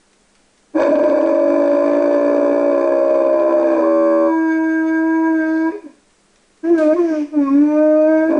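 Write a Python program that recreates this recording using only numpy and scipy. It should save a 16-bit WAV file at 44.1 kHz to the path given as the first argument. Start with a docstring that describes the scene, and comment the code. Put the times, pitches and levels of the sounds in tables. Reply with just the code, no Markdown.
"""A dog howls twice in a small tiled kitchen, close to the microphone. After a few faint ticks the first
howl breaks in harshly, its two vocal folds swinging at different pitches and beating against each other.
They lock at 3:4, then merge into one pure note, which ends in a yelp and a grunt. The head moves, and the
second howl wavers, steadies and splits again. Throughout, each low partial swells and fades as it glides
through the standing waves of the room."""
import sys
import numpy as np
from scipy import signal
from scipy.fft import rfft, irfft, next_fast_len
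from scipy.io import wavfile
from scipy.ndimage import uniform_filter1d, minimum_filter1d

SR = 44100
rng = np.random.default_rng(int(sys.argv[2]) if len(sys.argv) > 2 else 0)


def log_audio(samples):
    """Write samples as a 16-bit WAV file to the path given in sys.argv[1]."""
    # one column per channel
    frames = np.atleast_2d(samples).T
    # limit to full scale, then quantise
    limited = np.clip(frames, -1, 1)
    pcm = np.round(limited * 32767).astype(np.int16)
    wavfile.write(sys.argv[1], SR, pcm)


N = 369999
TIME = np.arange(N) / SR
CUTOFF_HZ = 10000
BARK_S, HEAD_MOVES_S = 0.818, 6.2   # the harsh opening push; the head goes from thrown back to upright


def dog(rasp_db=-29, bark_db=13.5):
    """Source and filter: two folds drive the throat. Returns the low partials and the bright, rough rest."""
    # irregularity of the folds: t/s, roughness (0-1)
    roughness = [(.85, 1), (1.35, 0.52), (2.65, .3), (3.8, 0.6), (3.9, .07), (5.65, 0.1), (5.75, 0.7),
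                 (6.9, 0.12), (7.25, 0.3), (7.45, 0.08), (8.27, 0.1), (8.31, 0.9)]
    rough, = in_time(roughness)
    pitch, second_pitch, locked = fold_pitches()
    lead, second = fold_phase(pitch, rough), fold_phase(second_pitch, rough)
    voiced, upper, _ = phrase_envelopes()
    split, split_gain = splitting()
    harmonics = low_harmonics(lead, pitch, upper, split)
    high = overtones(lead, pitch, rough, upper)
    combined = combination_tones(lead, pitch, second, second_pitch, rough)
    low = voiced * (harmonics + split_gain * combined)
    bark = swell(BARK_S, width_s=0.029)
    rasp = from_db(rasp_db + bark_db * bark) * beating_folds(lead, pitch, second, second_pitch, rough, locked)
    breath = husk_and_flutter(low, lead, rough, bark)
    bright = (1 - 0.8 * split) * high + split * (rasp + throat_crackle(rough))
    return low, voiced * bright + breath


def fold_pitches(lock_range=0.012):
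    """Entrainment: near 3:4 the second fold is pulled into step. Returns both pitches and the lock (0-1)."""
    # pitch of the leading fold, gesture by gesture: t/s, f/Hz
    rough_arch = [(0.735, 299.1), (0.83, 343.9), (0.97, 317), (1.17, 318), (1.3, 330.7), (1.68, 341.1),
                  (2.2, 348.2), (2.58, 347), (3.0, 340), (3.62, 336.1), (3.78, 327), (4.26, 326.1)]
    held_note = [(4.52, 320.9), (4.9, 320.5), (5.06, 322.8), (5.28, 323.6), (5.42, 316.8), (5.631, 321.7),
                 (5.705, 325.7)]
    yelp_and_grunt = [(5.725, 419.5), (5.8, 401.5), (5.86, 290.9), (5.92, 245.4)]
    waver = [(6.63, 317.7), (6.714, 346.6), (6.79, 315.7), (6.87, 302.4), (6.93, 312.6), (6.966, 359.8),
             (7.14, 309.3), (7.25, 290.2)]
    dip_and_rise = [(7.32, 312.8), (7.41, 283.7), (7.49, 270.5), (7.64, 297.3), (7.82, 306.5),
                    (8.04, 308.9), (8.11, 314.8), (8.24, 316), (8.3, 327)]
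    # free pitch of the second fold, sinking away from the first: t/s, f/Hz
    second_glide = [(0.735, 274), (0.92, 289), (1.28, 282), (1.55, 288), (2.2, 289), (2.68, 286),
                    (2.88, 278), (3.3, 274.5), (3.45, 269), (3.73, 268), (3.86, 245), (4.37, 242),
                    (8.29, 275), (8.39, 283)]
    pitch, = in_time(np.vstack([rough_arch, held_note, yelp_and_grunt, waver, dip_and_rise]))
    free_pitch, = in_time(second_glide)
    locked = np.clip(2 - np.abs(free_pitch / pitch - 3 / 4) / lock_range, 0, 1)
    return pitch, free_pitch + locked * (pitch * 3 / 4 - free_pitch), locked


def fold_phase(pitch, rough, jitter=0.0109, tremor=0.0012):
    """Phase is the integral of frequency, which jitters more as the voice roughens."""
    wobble = 1 + jitter * rough * drift(71.8) + tremor * drift(14)
    return 2 * np.pi * np.cumsum(pitch * wobble) / SR


def phrase_envelopes(release_s=0.024):
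    """Linear attack, exponential release: the gains of the voice, its upper harmonics and the air."""
    # howl, yelp, grunt and the three parts of the second howl:
    # start/s, end/s, attack/s, level/dB, sag/(dB/s), upper harmonics/dB, air/dB
    phrases = [(0.734, 5.69, 0.042, -0.4, -0.4, -0.7, -63.5), (5.71, 5.79, 0.0096, -1, 65, -21, -72),
               (5.838, 5.895, 0.031, -6, 50, -23, -73), (6.63, 6.935, 0.022, -1.2, -1, 0, -49.5),
               (6.95, 7.22, 0.041, -1.5, 9, -4.5, -48.5), (7.305, 8.386, 0.08, -1, -2, -0.5, -55.5)]
    voice = upper = stream = 0
    for start, end, attack_s, db, sag_db_per_s, upper_db, air_db in phrases:
        age = np.maximum(TIME - start, 0)
        shape = np.minimum(age / attack_s, 1) * np.exp(-np.maximum(TIME - end, 0) / release_s)
        voice = voice + shape * from_db(db - sag_db_per_s * age)
        upper = upper + shape * from_db(upper_db)
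        stream = stream + shape * from_db(air_db)
    return voice, upper, stream


def splitting(fade_s=0.045):
    """Biphonation: how far the folds are split (0-1), and the gain of the tones that this adds."""
    # the second fold swings on its own: start/s, end/s, relative level of the added tones/dB
    splits = [(0.735, 4.27, 0), (8.285, 8.39, -6)]
    gates = [np.clip(np.minimum(TIME - start, end + fade_s - TIME) / fade_s, 0, 1)
             for start, end, _ in splits]
    return sum(gates), sum(gate * from_db(db) for gate, (_, _, db) in zip(gates, splits))


def low_harmonics(phase, pitch, upper, split, waver_db=2.74, beat_db=3.5, full_glide_hz_per_s=300):
    """Harmonic series of the leading fold: five partials, which beat with their echoes as they glide."""
    glide_hz_per_s = np.abs(np.gradient(pitch)) * SR
    gliding = uniform_filter1d(np.minimum(glide_hz_per_s / full_glide_hz_per_s, 1), SR // 20)
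    upper_db = 20 * np.log10(upper + 1e-6)
    note = 0
    for k in range(1, 6):
        db = standing_waves_db(k * pitch) + beat_db * gliding * drift(15)
        db -= 1.6 * k * split   # splitting costs the higher harmonics most
        db -= 3.5 * (k % 2 == 0)   # weak even harmonics make the note hollow
        db += (k > 1) * (upper_db + waver_db * drift(6.2))   # upper harmonics come in later and waver
        note = note + tone(k * phase, db)
    return note


def overtones(phase, pitch, rough, upper, back_db=-46, upright_db=-48, waver_db=2.74, hollow=0.25):
    """Forced resonance: the leading fold's pulses ring in the throat, above the fifth harmonic."""
    head_db = np.where(TIME < HEAD_MOVES_S, back_db, upright_db)
    level_db = head_db + 10 * np.log10(upper + 1e-6) + waver_db * drift(12)
    # the opening, half a cycle after the closing, weakens the even harmonics
    source = pulses(phase, pitch) - hollow * pulses(phase + np.pi, pitch) + rough * turbulence(phase)
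    ringing = throat(lows(source, 1200, order=1))
    high = evened(highs(ringing, 1800, order=12), 1800, 2700)
    # while the note is clean, one high harmonic rings out as a thin whistle
    whistle = tone(20 * phase, db=-11) * np.exp(-rough / 0.12)
    return from_db(level_db) * (high + whistle)


def combination_tones(lead, pitch, second, second_pitch, rough, shimmer_db=5.0):
    """Nonlinear coupling: sum and difference tones sound beside the second fold's own partials."""
    # tones of the split folds: multiple of the leading pitch, multiple of the second
    multiples = [(0, 1), (0, 2), (1, 1), (2, -1), (3, -2), (1, 2), (1, 3)]
    # strength of each of these tones: relative level/dB
    levels = [-0.04, 1.4, 0.26, 0, -1.5, 1.5, -1.6]
    tones = 0
    for (m, n), db in zip(multiples, levels):
        room_db = standing_waves_db(m * pitch + n * second_pitch)
        tones = tones + tone(m * lead + n * second, db + room_db + shimmer_db * rough * drift(25))
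    return tones


def beating_folds(lead, pitch, second, second_pitch, rough, locked, coupling=1.7, beat_depth=7.9):
    """Amplitude modulation: each fold's opening gates the other's pulses, making a rasp of sidebands."""
    leading = pulses(lead, pitch)
    free = pulses(second, second_pitch) * np.exp(coupling * np.cos(lead))
    free += 0.26 * leading * np.exp(coupling * np.cos(second))
    # in step, the leading pulses swell and shrink with the beat
    in_step = rms_one(leading * (1 + beat_depth * np.cos(lead - second)))
    in_step += 0.63 * np.sin(2 * (lead + second))   # octave of the sum tone
    source = (1 - locked) * rms_one(free) + locked * in_step
    voice = throat(source + 2.1 * rough * turbulence(lead - second))
    # colliding folds close abruptly, lighting up the highest resonances; this edge wears off with time
    edge = signal.sosfiltfilt(signal.butter(3, 2100, "high", fs=SR, output="sos"), voice)
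    edge_db = 6 - 3 * (TIME - BARK_S)
    return evened(voice + from_db(edge_db) * edge, 723, 1400, window_s=0.06)


def pulses(phase, pitch):
    """Impulse train: one sharp closing per cycle gives equal harmonics up to the cutoff, at unit power."""
    terms = 2 * CUTOFF_HZ / pitch + 1
    half_phase = (phase / 2 + np.pi / 2) % np.pi - np.pi / 2
    return rms_one(terms * np.sinc(terms * half_phase / np.pi) / np.sinc(half_phase / np.pi) - 1)


def turbulence(phase, depth=0.21):
    """Modulated flow noise: it swells once per cycle."""
    return rng.standard_normal(N) * (1 + depth * np.cos(phase))


def throat(x):
    """Formant filter: steep resonances of minimum phase, so they ring after each pulse."""
    # resonances of throat and muzzle: f/Hz, half-width/Hz, level/dB
    formants = [(327, 63, -10.5), (518, 212, 9), (622, 250, 4.5), (1020, 510, -11), (1004, 135, 5.5),
                (1555, 146, -5), (1679, 110, -8), (2339, 211, -16.5), (2391, 52, -11), (3602, 220, -31),
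                (4620, 370, -29.5), (5960, 340, -35.5), (6434, 45, -31.5), (7700, 270, -38)]
    size = next_fast_len(N + SR // 4)
    power = peaks_power(np.abs(np.fft.fftfreq(size, 1 / SR)), formants)
    log_gain = np.log(power + 1e-7) / 2
    response = np.exp(np.conj(signal.hilbert(log_gain)))
    ringing = np.fft.ifft(np.fft.fft(x, size) * response).real[:N]
    return highs(ringing, 275, order=4)


def husk_and_flutter(low, lead, rough, bark):
    """Turbulent flow adds a husky edge and a low flutter, both in proportion to the voice's amplitude."""
    # spectrum of the flutter: f/Hz, relative level/dB
    rumble = [(20, -4), (50, -3), (120, -3), (200, -5), (400, -26), (900, -45)]
    effort = np.sqrt(np.maximum(uniform_filter1d(low ** 2, SR // 50), 0))
    husk = from_db(-15) * rough * rms_one(throat(turbulence(lead)))
    flutter = from_db(-43 + 10 * bark) * (1 + 0.25 * rough) * noise(rumble)
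    return effort * (husk + flutter)


def throat_crackle(rough, full_rate_per_s=55, gain_db=-10):
    """Shot noise: tiny wet ticks, more of them the rougher the voice."""
    fired = rng.random(N) < full_rate_per_s * rough ** 2 / SR
    snaps = fired * from_db(gain_db) * rng.uniform(0.48, 1, N)
    return band(snaps + 1e-18, 1200, 3100)


def crackles(gain_db=16, dull_hz=3400):
    """Low-passed impulses: single dull clicks during the harsh opening of the first howl."""
    # clicks during the rough opening: t/s, relative level/dB
    snaps = [(0.8, -33), (0.834, -28), (0.8944, -37), (0.918, -42), (0.9562, -37), (1.04, -38),
             (1.0994, -40), (1.2137, -40), (1.262, -40)]
    clicks = np.zeros(N)
    for s, db in snaps:
        clicks[int(s * SR)] = from_db(db + gain_db)
    return lows(clicks + 1e-18, dull_hz, order=4) * SR / (2 * dull_hz)


def air(puff_s=6.778, puff_db=-40, puff_decay_s=0.088, band_ratio=1.145):
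    """Flow noise at the muzzle: hiss that rides on the howl, swells now and then, and spurts once."""
    # spectra of the steady hiss and of the brighter spurt: f/Hz, relative level/dB
    hiss_spectrum = [(1000, -8), (1900, 9.5), (2900, -0.5), (3800, -8), (4900, -4.5), (6200, -1),
                     (7200, -16.5), (10000, -17.5)]
    puff_spectrum = [(2000, -9.5), (4000, -8.5), (6500, -14), (8200, -14.5), (10000, -20.5)]
    # swells of air through the muzzle: t/s, half-width/s, level/dB, centre f/Hz
    hisses = [(1.96, 0.17, -49, 2100), (5.57, 0.13, -56.5, 4600), (5.2, 0.38, -54.5, 1900),
              (7.13, 0.096, -52, 5500), (7.19, 0.06, -51.5, 2650)]
    swells = 0
    for s, width_s, db, hz in hisses:
        hiss = rms_one(band(rng.standard_normal(N), hz / band_ratio, hz * band_ratio))
        swells = swells + from_db(db) * swell(s, width_s) * hiss
    age = np.maximum(TIME - puff_s, 0)
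    puff = (age > 0) * np.exp(-age / puff_decay_s) * from_db(puff_db)
    _, _, stream = phrase_envelopes()
    return stream * noise(hiss_spectrum) + puff * noise(puff_spectrum) + swells


def ticks(gain_db=-6.0, decay_s=0.0071):
    """Transients: soft bursts of noise that decay exponentially."""
    # faint ticks before and between the howls: t/s, relative level/dB
    onsets = [(0.1302, -47), (0.3522, -44), (0.576, -48), (6.105, -51), (6.3025, -57), (6.3579, -45.5),
              (6.5739, -46.5)]
    envelope = sum(from_db(db + gain_db) * (TIME > s) * np.exp(-np.abs(TIME - s) / decay_s)
                   for s, db in onsets)
    return envelope * rms_one(band(rng.standard_normal(N), 900, 6500))


def standing_waves_db(hz, between_peaks_db=-46):
    """Standing waves between muzzle and microphone set the level of a partial gliding through them."""
    # response peaks with the head thrown back and upright: f/Hz, half-width/Hz, level/dB
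    head_back = [(256, 12, -39), (286.6, 7.7, -21), (322.5, 28, -16), (412.6, 12, -25), (465.6, 7.6, -26.5),
                 (564.5, 30, -16.5), (607.6, 22.2, -15.5), (634, 18, -33.5), (971.3, 12, -26),
                 (1018.6, 21, -29), (1059, 12, -25), (1602, 44, -28.5)]
    head_upright = [(288, 17, -9.5), (316, 7.6, -13.5), (340, 32, -13), (562, 50, -25.5), (617, 18, -9.5),
                    (672, 30, -19.5), (925, 60, -34.5), (1081, 19, -21.5), (1227, 30, -31.5),
                    (1588, 61, -28)]
    grid = np.arange(CUTOFF_HZ)
    back, upright = [np.interp(hz, grid, peaks_power(grid, peaks)) for peaks in (head_back, head_upright)]
    return 10 * np.log10(np.where(TIME < HEAD_MOVES_S, back, upright) + from_db(between_peaks_db) ** 2)


def kitchen(x, first_echo_s=0.0039, t60_s=0.54):
    """Reverberation: dense reflections from tiles and cupboards die away exponentially."""
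    age = TIME[:SR // 2]
    tail = rng.standard_normal(len(age)) * from_db(-60 * age / t60_s) * (age > first_echo_s)
    return signal.fftconvolve(x, tail / np.linalg.norm(tail))[:N]


def background(floor_db=-55.5, wander=0.0045):
    """Stationary noise: a faint broadband floor with two narrow spectral lines."""
    # spectrum of the room noise: f/Hz, relative level/dB
    floor_spectrum = [(20, 6.5), (60, -5), (130, -8), (220, -1), (400, -1), (800, -7.5), (1600, -9),
                      (3200, -14), (6300, -14), (10000, -15.5)]
    # a hum and a thin whine: f/Hz, rms level/dB
    lines = [(201, -68), (7750, -77.5)]
    floor = from_db(floor_db) * noise(floor_spectrum)
    return floor + sum(tone(2 * np.pi * np.cumsum(hz * (1 + wander * drift(60))) / SR, db)
                       for hz, db in lines)


def peaks_power(at_hz, peaks):
    """Power response of steep-sided resonances, each 9 dB down one half-width from its centre."""
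    return sum(from_db(db) ** 2 / (1 + ((at_hz - hz) / width) ** 2) ** 3 for hz, width, db in peaks)


def evened(x, low_hz, high_hz, window_s=0.0086):
    """Automatic gain control: holds the power in one band at one."""
    power = uniform_filter1d(band(x, low_hz, high_hz) ** 2, int(window_s * SR))
    return x / np.sqrt(np.maximum(power, 1e-12))


def noise(spectrum):
    """Spectral shaping: noise of the given colour, at unit power."""
    hz, db = np.transpose(spectrum)
    size = 10 * SR
    bins = np.maximum(np.fft.rfftfreq(size, 1 / SR), 1)
    colour = from_db(np.interp(np.log(bins), np.log(hz), db))
    return rms_one(irfft(rfft(rng.standard_normal(size)) * colour)[:N])


def drift(rate_hz):
    """Low-passed noise: smooth random motion with spread one."""
    return rms_one(lows(rng.standard_normal(N + SR), rate_hz, order=2)[SR:])


def tone(phase, db):
    """A sinusoid with this rms level."""
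    return np.sqrt(2) * from_db(db) * np.sin(phase)


def swell(s, width_s):
    """A Gaussian bump of height one."""
    return np.exp(-((TIME - s) / width_s) ** 2)


def band(x, low_hz, high_hz):
    """Butterworth band-pass."""
    return signal.sosfilt(signal.butter(2, [low_hz, high_hz], "band", fs=SR, output="sos"), x)


def lows(x, edge_hz, order):
    """Butterworth low-pass."""
    return signal.sosfilt(signal.butter(order, edge_hz, fs=SR, output="sos"), x)


def highs(x, edge_hz, order):
    """Butterworth high-pass."""
    return signal.sosfilt(signal.butter(order, edge_hz, "high", fs=SR, output="sos"), x)


def in_time(rows):
    """Linear interpolation in time; one curve per column."""
    s, *columns = np.transpose(rows)
    return [np.interp(TIME, s, column) for column in columns]


def from_db(db):
    """Decibels to gain."""
    return 10 ** (np.asarray(db) / 20)


def rms_one(x):
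    """Scale to unit power."""
    return x / np.sqrt(np.mean(x ** 2) + 1e-20)


def scene(bright_direct_db=-1.0, low_room_db=-13, bright_room_db=-4):
    """Directivity: the raised muzzle throws the bright part of the voice at the walls."""
    low, bright = dog()
    bright = bright + air() + ticks()
    room = kitchen(from_db(low_room_db) * low + from_db(bright_room_db) * bright)
    return (low + from_db(bright_direct_db) * bright + room + crackles() + background())[None]


def record(dry, ceiling=0.53):
    """Peak limiting: a fast gain dip holds down the loudest peaks; a steep low-pass cuts the top."""
    needed = ceiling / np.maximum(np.abs(dry), ceiling)
    gain = uniform_filter1d(minimum_filter1d(needed, size=441), size=441)   # 10 ms windows
    return signal.sosfilt(signal.ellip(12, 0.2, 80, CUTOFF_HZ, fs=SR, output="sos"), dry * gain)


dry = scene()
out = record(dry)
log_audio(out)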